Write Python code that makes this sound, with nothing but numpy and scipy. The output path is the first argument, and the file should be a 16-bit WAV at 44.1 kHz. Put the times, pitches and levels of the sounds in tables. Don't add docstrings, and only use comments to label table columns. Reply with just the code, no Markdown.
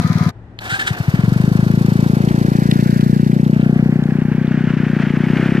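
import sys
import numpy as np
from scipy import signal
from scipy.fft import rfft, irfft
from scipy.io import wavfile
from scipy.ndimage import map_coordinates

SR = 44100
rng = np.random.default_rng(int(sys.argv[2]) if len(sys.argv) > 2 else 0)


def wav_record(signal):
    frames = np.transpose(np.atleast_2d(signal))
    bounded = np.clip(frames, -1, 1)
    quanta = np.round(bounded * 32767).astype(np.int16)
    wavfile.write(sys.argv[1], SR, quanta)


N = 246959
TIME = np.arange(N) / SR
KERNEL_SAMPLES = 8192
IDLE_END_S, CLICK_S, LULL_END_S, RUN_START_S = .3048, .5895, .6, 1.1385
CATCH_HZ = 18.2292
MIC_SPACING_MS = .437

# pitch_hz, width_hz
LOADED_CHAMBERS = [(131.3, 46.2), (215.5, 79.5), (177, 530)]
# pitch_hz, width_hz, gain_db
FRAME_MODES = [(1407, 9.1, 8), (1660, 17, -4), (2460, 26, -10.5), (3600, 50, -6.5), (3720, 27, 2.5),
               (4300, 76, -20), (5020, 12, -7), (5740, 15, 3), (7700, 62, -1.5), (8200, 100, 1)]
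# centre_s, half_width_s, load_fraction
LOAD_SWELLS = [(2.35, 0.39, 0.83), (5.43, 0.21, 0.9)]


def exhaust(phase, peak_db, warm_up_s=2.03, damping_db_per_hz=.1241):
    # start_s, peak_db
    stumbles = [(0.721, -14), (0.9055, -5), (1.0008, -4.5), (1.0797, 0.5)]
    # pitch_hz, width_hz
    stumble_chambers = [(94, 41), (124, 91), (165, 65)]
    gas = np.zeros(N)
    for start_s, db in stumbles:
        add(gas, start_s, undb(db) * thump(stumble_chambers))
    damping = .7 * undb(damping_db_per_hz * (firing_hz() - CATCH_HZ) + 3.5 * swells(LOAD_SWELLS))
    pitch = .87 + .223 * settle(TIME - RUN_START_S, warm_up_s)
    firings = np.searchsorted(phase, np.arange(int(phase[-1]) + 1))
    for i, jitter in zip(firings, rng.standard_normal((len(firings), 3))):
        puff = thump(LOADED_CHAMBERS, damping[i] * undb(.5 * jitter[0]),
                     pitch[i] * (1 + .0074 * jitter[1]))
        add(gas, i / SR, undb(peak_db[i] + .4 * jitter[2]) * puff)
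    return gas


def thump(chambers, damping=1, pitch=1, soft_hz=1300):
    # pitch_hz, width_hz, gain_db
    tailpipe = [(367.6, 39, -0.5)]
    s = 1j * np.fft.rfftfreq(KERNEL_SAMPLES, 1 / SR)
    response = 1 / (1 + s / soft_hz) ** 2
    for hz, width_hz in chambers:
        response = response * s / (s * s + s * width_hz * damping + (hz * pitch) ** 2)
    wave = resonate(irfft(response), tailpipe)
    return wave / np.abs(wave).max()


def firing_hz(flare_hz=7.4807, climb_hz=6.2809, bog_hz=2.2446, throttle_hz_per_s=9.6085):
    running_s = TIME - RUN_START_S
    rising_hz = CATCH_HZ + flare_hz * settle(running_s, .1261) + climb_hz * settle(running_s, 1.8966)
    return rising_hz - bog_hz * bump(5.0477, .1565) + throttle_hz_per_s * np.maximum(TIME - 5.3491, 0)


def exhaust_db(away_m=2.24, width_m=.37):
    away = .5 + .5 * np.tanh((along_m() - away_m) / width_m)
    return .5 + away * (-3 + 2 * swells(LOAD_SWELLS))


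def turbulence(phase, peak_db):
    # freq_hz, gain_db
    spectrum = [(25, -13), (55, 2.5), (120, -6.5), (280, 3), (400, -3.5), (550, -9), (900, -13.5),
                (3000, -44.5)]
    churn = rasp(spectrum, grit_db=-2.5)[0] * (.5 + stroke(phase, at=.3, width=.24))
    return churn * undb(peak_db - 32 + 6 * swells(LOAD_SWELLS)) * gate(RUN_START_S)


def idle(period_s=.0541, first_s=-.0097, puff_delay_s=.0195):
    # pitch_hz, width_hz
    chambers = [(98, 19), (157, 47), (191, 67)]
    # freq_hz, gain_db
    spectrum = [(60, -29), (450, 7.5), (700, 3), (1150, 2.5), (1600, 5.5), (2200, 2.5), (2800, -10.5),
                (4000, -4), (6300, -12), (8000, -22), (14000, -19)]
    # pitch_hz, width_hz, gain_db
    modes = [(714, 35, 6.5), (1007, 33, 8), (1233, 41, 14)]
    gas = np.zeros(N)
    for k, jitter in enumerate(rng.standard_normal(6)):
        start_s = first_s + k * period_s
        add(gas, start_s, undb(.24 * jitter) * thump(chambers))
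        add(gas, start_s + puff_delay_s, undb(-10) * thump(LOADED_CHAMBERS, damping=.51, pitch=1.1))
    valve = 1.94 * stroke((TIME - first_s) / period_s, at=.596, width=.031)
    body = resonate(rasp(spectrum, grit_db=2), modes)
    treble = butterworth(body, 2, 3000, "high")
    rattle = spread(body + valve * treble, diffuse_hz=1300) * undb([[-29], [-31.5]])
    return (gas + rattle) * gate(-1, IDLE_END_S)


def clatter(phase, rattle_delay_s=.016, shade_m=3.46):
    # freq_hz, gain_db
    spectrum = [(40, -13), (200, -5.5), (400, -6.5), (650, 2), (1000, 1), (1600, -3), (2600, -16.5),
                (4500, -9.5), (6500, -18), (9000, -25), (12500, -17.5), (15000, -20.5)]
    body = resonate(rasp(spectrum, grit_db=1), FRAME_MODES)
    treble = butterworth(body, 1, 4000, "high")
    cycle = stroke(phase, at=rattle_delay_s * firing_hz(), width=.16)
    valve = stroke(phase, at=.965, width=.016) * undb(3 * wander(30))
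    ticking = (.5 + 1.15 * cycle + .75 * valve) * undb(2 * wander(260))
    brightness = undb(.5) * (.53 + 1.67 * np.abs(lag_ms()))
    rattle = (body - treble) * (.64 + .61 * cycle) + treble * brightness * ticking
    level_db = -35 - 18 * settle(along_m() + 1, shade_m)
    return spread(rattle * undb(level_db) * gate(LULL_END_S), diffuse_hz=3300)


def scrub():
    # freq_hz, gain_db
    spectrum = [(50, -4), (300, 9.5), (550, -1), (800, 0), (1100, -2), (1600, 6.5), (2200, 0.5),
                (3000, -5.5), (4000, -17.5), (6000, -23), (9000, -42.5), (14000, -45)]
    # centre_s, half_width_s, boost_db
    slides = [(1.0, 0.27, 4.5), (2.88, 0.25, 2), (3.58, 0.082, 4.5), (4.7, 0.22, 4.5), (5.03, 0.1, 7),
              (5.42, 0.25, 9)]
    level_db = -34.5 - 3.5 * bump(3.39, .58) + swells(slides)
    grind = rasp(spectrum, grit_db=2) * gate(LULL_END_S)
    grind *= undb(level_db + 2.03 * wander(110) + .5 * wander(15))
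    far = np.clip((TIME - 3.6) / 1.5, 0, 1)
    return (1 - far) * spread(grind, diffuse_hz=3750) + far * spread(grind, diffuse_hz=6000)


def wheelspin(attack_s=.0053, release_s=.013):
    # start_s, length_s, level_db
    jerks = [(0.623, 0.28, -33), (0.691, 0.066, -23.5), (.791, 0.0095, -18.5), (0.81, .007, -22),
             (0.863, 0.018, -16)]
    # freq_hz, gain_db
    spectrum = [(300, -74), (800, -12), (1150, -7), (1600, 8.5), (2400, -1), (3400, -2.5), (5000, -12.5),
                (8000, -17), (10000, -23.5), (14000, -26)]
    # start_s, length_s, first_hz, last_hz, level_db
    squeals = [(.697, .025, 1410, 1400, -21), (.724, 0.056, 1490, 1630, -17.5),
               (.788, 0.0475, 1800, 1745, -19.5)]
    envelopes = [undb(db) * settle(TIME - start_s, attack_s)
                 * (1 - settle(TIME - start_s - length_s, release_s)) for start_s, length_s, db in jerks]
    scrape = resonate(rasp(spectrum, grit_db=0), FRAME_MODES)
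    scrape *= np.linalg.norm(envelopes, axis=0) * undb(1.3 * wander(150.16))
    return spread(scrape, diffuse_hz=5650) + pan(glides(squeals, waver=.02, flutter_db=3))


def grit():
    # start_s, peak_db
    stones = [(2.2869, -21.5), (2.7135, -7.5), (3.0093, -22), (3.2443, -26), (3.4518, -28), (3.6124, -27.5),
              (4.038, -25.5), (4.471, -29), (4.6411, -29), (5.0182, -31)]
    # freq_hz, gain_db
    spectrum = [(500, -27), (1300, -16), (1800, -4.5), (3500, 9), (5500, -20), (8000, -17), (14000, -30)]
    return cracks(stones, spectrum, decay_s=.0016)


def click():
    # freq_hz, gain_db
    spectrum = [(500, -35), (1600, -7.5), (2600, -10), (3900, -3), (5200, -23), (7000, -39), (14000, -38)]
    return cracks([(CLICK_S, -12.5)], spectrum, decay_s=.0031)


def clutch():
    # start_s, length_s, first_hz, last_hz, level_db
    tones = [(.6, 0.262, 728, 783, -39), (.83, .3, 775, 698, -41)]
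    return glides(tones, waver=.025, flutter_db=3)


def howl():
    # start_s, length_s, first_hz, last_hz, level_db
    tones = [(3.3, 1.1, 537, 792, -43.5)]
    return glides(tones, waver=.06, flutter_db=4)


def reflections(x, wet_db=-22, t60_s=.4, dull_hz=2500):
    age_s = np.arange(SR) / SR
    tail = rng.standard_normal((2, SR)) * undb(-60 * age_s / t60_s) * np.clip(age_s / .0055, 0, 1)
    mid, side = butterworth(tail / np.linalg.norm(tail[0]), 1, dull_hz, "low")
    side = butterworth(side, 1, 600, "high")
    return undb(wet_db) * signal.fftconvolve(x[None], np.array([mid + side, mid - side]), axes=1)[:, :N]


def lot(hum_hz=109.1):
    # freq_hz, gain_db
    spectrum = [(18, -52), (30, -11), (113, -4.5), (165, -9.5), (350, -17), (497, -23.5), (842, -25),
                (1140, -33.5), (1230, -31.5), (1970, -32.5), (2180, -44), (2350, -41), (12000, -74),
                (15600, -107), (22000, -120)]
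    rumble = undb(-37.5) * spread(rasp(spectrum, grit_db=.5), diffuse_hz=900)
    return rumble + undb(-40) * tone(hum_hz, waver=.027, flutter_db=4.5)


def along_m(start_m=-4.93, speed_m_s=2.887, pickup_s=.314):
    return start_m + np.cumsum(speed_m_s * settle(TIME - RUN_START_S, pickup_s)) / SR


def lag_ms(aside_m=1.5, aim_rad=.257, idle_ms=-.18):
    riding_ms = MIC_SPACING_MS * np.sin(np.arctan2(aside_m, along_m()) - aim_rad)
    idling = np.interp(TIME, [IDLE_END_S, CLICK_S], [1, 0])
    return idling * idle_ms + (1 - idling) * riding_ms


def pan(x):
    lead_ms = lag_ms()
    right = map_coordinates(x, [np.arange(N) + lead_ms * SR / 1000], order=5, mode="nearest")
    return np.array([x, right * undb(.1 * (lead_ms / MIC_SPACING_MS) ** 3)])


def spread(noises, diffuse_hz):
    scatter = .1 + (np.fft.rfftfreq(N, 1 / SR) / diffuse_hz) ** 4
    return irfft((rfft(pan(noises[0])) + scatter * rfft(noises[1:])) / np.sqrt(1 + scatter ** 2), N)


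def rasp(spectrum, grit_db):
    x = colour(rng.standard_normal((3, N)) * undb(grit_db * wander(1500)), spectrum)
    return x / x.std()


def cracks(events, spectrum, decay_s):
    track, age_s = np.zeros(N), np.arange(KERNEL_SAMPLES) / SR
    envelope = np.exp(-age_s / decay_s) + .06 * np.exp(-age_s / .007)
    for start_s, db in events:
        burst = colour(rng.standard_normal(KERNEL_SAMPLES), spectrum) * envelope
        add(track, start_s, undb(db) * burst / np.abs(burst).max())
    return track


def glides(events, waver, flutter_db):
    track = np.zeros(N)
    for start_s, length_s, first_hz, last_hz, db in events:
        done = np.clip((TIME - start_s) / length_s, 0, 1)
        hz = last_hz + (first_hz - last_hz) * (1 - done) ** 2.1
        track += undb(db) * 2 * np.sqrt(done * (1 - done)) * tone(hz, waver, flutter_db)
    return track


def tone(hz, waver, flutter_db):
    phase = np.cumsum(hz * (1 + waver * wander(400))) / SR
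    return np.sqrt(2) * np.sin(2 * np.pi * phase) * undb(flutter_db * wander(150))


def resonate(x, modes):
    s = 1j * np.fft.rfftfreq(x.shape[-1], 1 / SR)
    response = 1 + sum(undb(db) * s * width / (s * s + s * width + hz ** 2) for hz, width, db in modes)
    return irfft(rfft(x) * response, x.shape[-1])


def colour(x, spectrum):
    hz, db = np.transpose(spectrum)
    bins_hz = np.maximum(np.fft.rfftfreq(x.shape[-1], 1 / SR), 1)
    return irfft(rfft(x) * undb(np.interp(np.log(bins_hz), np.log(hz), db)), x.shape[-1])


def butterworth(x, order, hz, kind):
    return signal.sosfilt(signal.butter(order, hz, kind, fs=SR, output="sos"), x)


def stroke(phase, at, width):
    return np.exp((np.cos(2 * np.pi * (phase - at)) - 1) / (2 * np.pi * width) ** 2)


def swells(events):
    return sum(size * bump(centre_s, half_width_s) for centre_s, half_width_s, size in events)


def bump(centre_s, half_width_s):
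    return np.exp(-((TIME - centre_s) / half_width_s) ** 2)


def settle(since, span):
    return 1 - np.exp(-np.maximum(since, 0) / span)


def gate(start_s, end_s=np.inf, fade_s=.017):
    return np.clip((TIME - start_s) / fade_s, 0, 1) * np.clip((end_s - TIME) / fade_s + .5, 0, 1)


def wander(rate_hz):
    return 1.18 * np.interp(TIME * rate_hz, np.arange(N), rng.standard_normal(N))


def add(track, start_s, sound):
    start = int(round(start_s * SR))
    lo, hi = max(start, 0), min(start + len(sound), N)
    if hi > lo:
        track[lo:hi] += sound[lo - start:hi - start]


def undb(db):
    return 10 ** (np.asarray(db) / 20)


def scene():
    phase = np.cumsum(firing_hz()) / SR
    phase -= np.interp(RUN_START_S, TIME, phase)
    peak_db = exhaust_db()
    direct = grit() + clutch() + howl() + exhaust(phase, peak_db) + turbulence(phase, peak_db)
    trike = pan(direct) + clatter(phase) + scrub() + wheelspin()
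    return pan(click()) + idle() + trike + reflections(trike[0]) + lot()


def record(dry, ceiling=1.83, top_hz=14350):
    # freq_hz, gain_db
    left_mic = [(200, -0.5), (700, -0.5), (5500, 0.5), (8500, -0.5), (13000, -4)]
    # freq_hz, gain_db
    right_mic = [(100, -5), (250, -5), (500, -2), (1000, -1), (5500, -0.5), (8500, 5), (13000, 0)]
    heard = np.array([colour(dry[0], left_mic), colour(dry[1], right_mic)])
    rounded = ceiling * np.tanh(heard / ceiling)
    return signal.sosfilt(signal.ellip(10, .2, 80, top_hz, fs=SR, output="sos"), rounded)


dry = scene()
out = record(dry)
wav_record(out)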